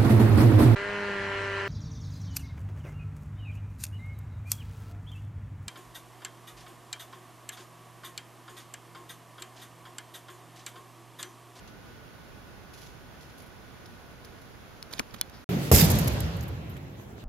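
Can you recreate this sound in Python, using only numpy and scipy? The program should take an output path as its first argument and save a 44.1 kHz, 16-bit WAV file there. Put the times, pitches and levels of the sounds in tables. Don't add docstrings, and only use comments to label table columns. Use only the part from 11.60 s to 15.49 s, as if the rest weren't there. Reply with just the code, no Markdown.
import sys
import numpy as np
from scipy import signal
from scipy.fft import rfft, irfft
from scipy.io import wavfile
from scipy.ndimage import uniform_filter1d

SR = 44100
rng = np.random.default_rng(int(sys.argv[2]) if len(sys.argv) > 2 else 0)


def waveform_to_disk(signal):
    frames = np.transpose(np.atleast_2d(signal))
    scaled = np.clip(frames, -1, 1) * 32767
    samples = np.round(scaled).astype(np.int16)
    wavfile.write(sys.argv[1], SR, samples)


N = 171549


def dry_rustles():
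    # start in seconds, low-band level in dB, dying time in seconds,
    # high band over low in dB, left minus right in dB.
    rustles = [(0.073, -50.5, .008, -12, -1), (1.132, -51.5, 0.029, -5.5, -2), (1.172, -54, 0.063, -5, -1),
               (1.210, -52.5, 0.054, -6, -3), (1.262, -53, 0.017, -12, -1), (1.288, -62, 0.024, -6, -1),
               (1.605, -52, 0.013, -9, 2), (1.62, -57.5, 0.032, -8, -4), (1.695, -60, .01, -12, -2),
               (1.775, -58, 0.029, 1, -4), (1.798, -53.5, 0.0092, -8, -2), (1.817, -64, 0.012, 6.5, 1),
               (1.858, -68, .02, 7, -1), (2.258, -52, 0.0033, -4, -1), (2.646, -53, .01, -3, 1),
               (2.812, -59.5, .012, 0, 0)]
    bands_hz = (2130, 6850), (9700, 12800)
    grains_per_s, grain_spread_db = 9000, 2
    out, size = np.zeros((2, N)), SR // 4
    for start, db, fall_s, bright_db, pan_db in rustles:
        grains = (rng.random(size) < grains_per_s / SR) * amp(grain_spread_db * rng.exponential(1, size))
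        spray = grains * noise_pair(likeness=0.23, size=size)
        low, high = (unit_rms(butter(spray, 3, band, "band")) for band in bands_hz)
        envelope = amp(db) * burst(rise_s=0.0051, fall_s=fall_s, size=size)
        add(out, start, envelope * (low + amp(bright_db) * high) * pan(pan_db))
    return out


def casing_creaks():
    # pitch in Hz, relative level in dB, seconds to ring down by 60 dB.
    modes = [(1000, 3, 0.017), (1457, 5.5, 0.022), (2397, 6.5, 0.029), (3036, 3.5, 0.028),
             (3530, 3, 0.0064), (3430, -7, 0.055), (4000, 7, 0.008), (4200, -5.5, 0.046),
             (4820, 13.5, 0.0044), (5850, 11.5, 0.0088), (6700, 6, 0.009), (7550, 14, .004),
             (8520, 23.5, 0.0027), (10500, 9.5, .004), (10900, 13, 0.0067), (13000, 20, 0.0041),
             (14100, 0, .0025), (15100, -13.5, .002)]
    colour_hz = (1500, 2350, 3300, 4700, 7000, 10500, 14000)
    # start, rise and dying time in seconds, share of the ring time
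    # the grip leaves, seven colour levels in dB, left minus right in dB in the bass and in the treble.
    contacts = [(2.258, .0005, .002, 0.65, -66, -66, -58, -49, -68, -62, -64, -1, 4),
                (2.647, 0.00022, .002, 0.62, -78, -64, -70, -46.5, -67, -55, -60, -2, -2),
                (3.2267, 0.00031, 0.00058, 1, -64, -69, -62, -32, -53, -40, -54, 2, -1),
                (3.309, 0.0035, .008, 0.42, -50, -65, -55, -57, -60, -65, -67, 0, -5),
                (3.323, 0.0079, 0.003, 0.46, -47, -58, -46, -52.5, -44, -52.5, -59, -8.5, -3),
                (3.3358, 0.00042, 0.0019, 0.21, -45.5, -44, -34, -29.5, -45, -34.5, -50, -6, -2),
                (3.338, 0.0036, .03, 0.23, -50.5, -68, -55, -57, -51, -65, -63, -7.5, -2.5),
                (3.36, 0.016, .03, .3, -62.5, -70, -59, -54, -58.5, -67.5, -67.5, -7, -3),
                (3.381, .0005, 0.0017, 0.33, -57, -46, -37, -50.5, -50.5, -61.5, -63, -2.5, -8.5),
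                (3.390, .0005, .0007, 0.4, -60, -52, -63.5, -50.5, -35, -62.5, -69.5, -14.5, -10),
                (3.392, .0015, .001, 0.15, -60.5, -45, -66, -27, -48, -38.5, -56.5, 9, 9),
                (3.3944, 0.00045, 0.00083, 0.34, -28, -20.5, -21, -26, -21, -27.5, -48, 2, -6),
                (3.399, 0.0013, .005, 0.48, -37.5, -60, -62, -62, -43.5, -63, -59.5, -3, 5),
                (3.509, .001, 0.0018, 0.35, -67, -64, -63, -48, -60, -71, -67, -5, 0),
                (3.539, 0.0015, 0.0079, 0.19, -42.5, -69, -58, -43.5, -61.5, -43, -54, -7, -7),
                (3.543, 0.00077, 0.0018, 0.33, -42, -50, -42, -48, -40, -57, -46, -14, -3),
                (3.562, .001, 0.0023, 0.46, -58, -61, -47, -65, -53, -69.5, -70, -1, -4),
                (3.580, 0.0079, .01, 0.18, -67, -70, -55, -53, -72, -69, -69, -2, -10),
                (3.6125, 0.00015, 0.00018, 1, -31, -33.5, -22, -20.5, -24.5, -16.5, -23, -2, 1),
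                (3.696, 0.0012, 0.0016, .4, -62, -62, -62, -52.5, -59, -59, -57.5, -1, -9),
                (3.719, 0.031, 0.042, 0.37, -58, -70, -74, -57, -70, -78, -70, 2, -2)]
    bass_hz, treble_hz, path_spread_db = 2000, 11000, 1.5
    polarity = (-1) ** np.arange(len(modes))[:, None, None]
    out, size = np.zeros((2, N)), SR // 5
    for start, rise_s, fall_s, ring_share, *colour_db, bass_pan_db, treble_pan_db in contacts:
        envelope = burst(rise_s, fall_s, size)
        friction = noise_pair(likeness=.8, size=size) * envelope
        paths = polarity * amp(path_spread_db * rng.standard_normal((len(modes), 2, 1)))
        colour = list(zip(colour_hz, colour_db))
        balance = [(bass_hz, bass_pan_db), (treble_hz, treble_pan_db)]
        for path, (hz, db, t60) in zip(paths, modes):
            damped_t60 = t60 * ring_share
            mode = ring(friction, hz, damped_t60)
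            energy = np.sum(envelope ** 2) * damped_t60 * 1000 / (4 * np.log(1000))
            mode *= np.sqrt(energy / np.sum(mode ** 2, axis=1, keepdims=True))
            add(out, start, path * amp(db + at_hz(colour, hz)) * mode * pan(at_hz(balance, hz)))
    out[1] = np.roll(out[1], 2)
    return out


def grip_thumps():
    # start and length in seconds, then left push, right push, ring and boom in dB.
    thumps = [(3.3994, .0013, -17, -20, -25, -31), (3.538, .0035, -42, -31, -50, -44),
              (3.543, .003, -44, -32, -50, -44), (3.560, .008, -46, -38, -60, -48)]
    vent_hz = 59.4
    out, samples = np.zeros((2, N)), np.arange(SR // 10)
    for start, length_s, left_db, right_db, ring_db, boom_db in thumps:
        push = np.sin(np.pi * np.minimum(samples / SR / length_s, 1)) ** 2
        vented = amp([[left_db], [right_db]]) * butter(push, 2, vent_hz, "high") * [[-1], [1]]
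        release = samples == int(length_s * SR)
        ringing = amp(ring_db) * ring(release, hz=1050, t60=.025) * [[1], [-1]]
        boom = amp(boom_db) * ring(push / push.sum(), hz=237, t60=0.054) * pan(db=-3)
        add(out, start, vented + ringing + boom)
    return out


def appliance_tones():
    # pitch in Hz, base rms level in dB, pitch wander in Hz,
    # left minus right in dB.
    tones = [(119.9, -63.5, 3.74, -7.5), (1470, -68.5, 1.77, -2.5), (3387, -80, 8.7, -6),
             (8770, -84, 2, 13.5), (8823, -91, 1.3, -1)]
    # time in seconds, gain in dB.
    whine_fade = [(0, 3.5), (2.9, 2), (3.2, -10), (3.89, -11)]
    fade_db = np.interp(np.arange(N) / SR, *np.transpose(whine_fade))
    out, waver_db = np.zeros((2, N)), 0.5
    for k, (hz, db, wander_hz, pan_db) in enumerate(tones):
        phase = 2 * np.pi * np.cumsum(hz + wander_hz * drift(size=3000)) / SR
        level_db = db + fade_db * (k > 0) + waver_db * drift(size=2000)
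        out += amp(level_db) * np.sqrt(2) * np.sin(phase) * pan(pan_db)
    return out


def room_air():
    # frequency in Hz, relative noise density in dB.
    density = [(15, -38.5), (28, -3.5), (64, -0.5), (150, -2.5), (300, -7), (530, -10.5), (1260, -14),
               (1520, -14), (1750, -16.5), (3500, -23), (6500, -28.5), (7600, -33), (8200, -44),
               (8800, -33), (9800, -30.5), (12500, -31.5), (16000, -38.5)]
    # frequency in Hz, correlation between the microphones.
    likeness = [(60, 0.24), (150, 0.042), (380, 0.46), (950, 0.35), (2380, 0.16), (5980, 0.084),
                (15000, 0.11)]
    # frequency in Hz, left minus right in dB.
    balance = [(60, -2), (240, -3.5), (950, -2.5), (3770, -2.0), (15000, -0.5)]
    level_db, waver_db = -48, .3
    hz = np.maximum(np.fft.rfftfreq(N, 1 / SR), 10)
    mid, side = rfft(rng.standard_normal((2, N)))
    colour_db = at_hz(density, hz) + at_hz(balance, hz) / 2 * [[1], [-1]]
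    spectrum = left_right(mid, side, at_hz(likeness, hz)) * amp(colour_db)
    return amp(level_db + waver_db * drift(size=2000)) * unit_rms(irfft(spectrum, N))


def amp(db):
    return 10 ** (np.asarray(db) / 20)


def unit_rms(x):
    return x / np.sqrt(np.mean(x ** 2) + 1e-20)


def butter(x, order, hz, kind):
    return signal.sosfilt(signal.butter(order, hz, kind, fs=SR, output="sos"), x)


def at_hz(points, hz):
    knots_hz, values = np.transpose(points)
    return np.interp(np.log(hz), np.log(knots_hz), values)


def pan(db):
    return amp([[db / 2], [-db / 2]])


def left_right(mid, side, likeness):
    return (np.sqrt(1 + likeness) * mid + np.sqrt(1 - likeness) * side * [[1], [-1]]) / np.sqrt(2)


def noise_pair(likeness, size):
    return left_right(*rng.standard_normal((2, size)), likeness)


def ring(x, hz, t60):
    r, w = amp(-60 / (t60 * SR)), 2 * np.pi * hz / SR
    return signal.lfilter([0, np.sin(w)], [1, -2 * r * np.cos(w), r * r], x + 1e-18)


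def burst(rise_s, fall_s, size):
    t = np.arange(size) / SR
    return np.minimum(t / rise_s, np.exp(-np.maximum(t - rise_s, 0) / fall_s))


def drift(size):
    return unit_rms(uniform_filter1d(uniform_filter1d(rng.standard_normal(N), size), size))


def add(out, start_s, x):
    i = int(start_s * SR)
    out[:, i:i + x.shape[1]] += x[:, :N - i]


def scene():
    return room_air() + appliance_tones() + dry_rustles() + casing_creaks() + grip_thumps()


def record(dry):
    notches_hz, width_hz, depth_db = np.array([8150, 8370]), 800, -35
    stop_s, cutoff_hz = 3.8425, 15730
    a, floor = np.pi * width_hz / SR, amp(depth_db)
    cosines = np.cos(2 * np.pi * notches_hz / SR)
    notches = [[1 + a * floor, -2 * c, 1 - a * floor, 1 + a, -2 * c, 1 - a] for c in cosines]
    x = signal.sosfilt(np.divide(notches, 1 + a), dry)
    x = butter(x, order=1, hz=15, kind="high")
    x *= np.arange(N) < stop_s * SR
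    return signal.sosfilt(signal.ellip(10, .5, 60, cutoff_hz, fs=SR, output="sos"), x)


dry = scene()
out = record(dry)
waveform_to_disk(out)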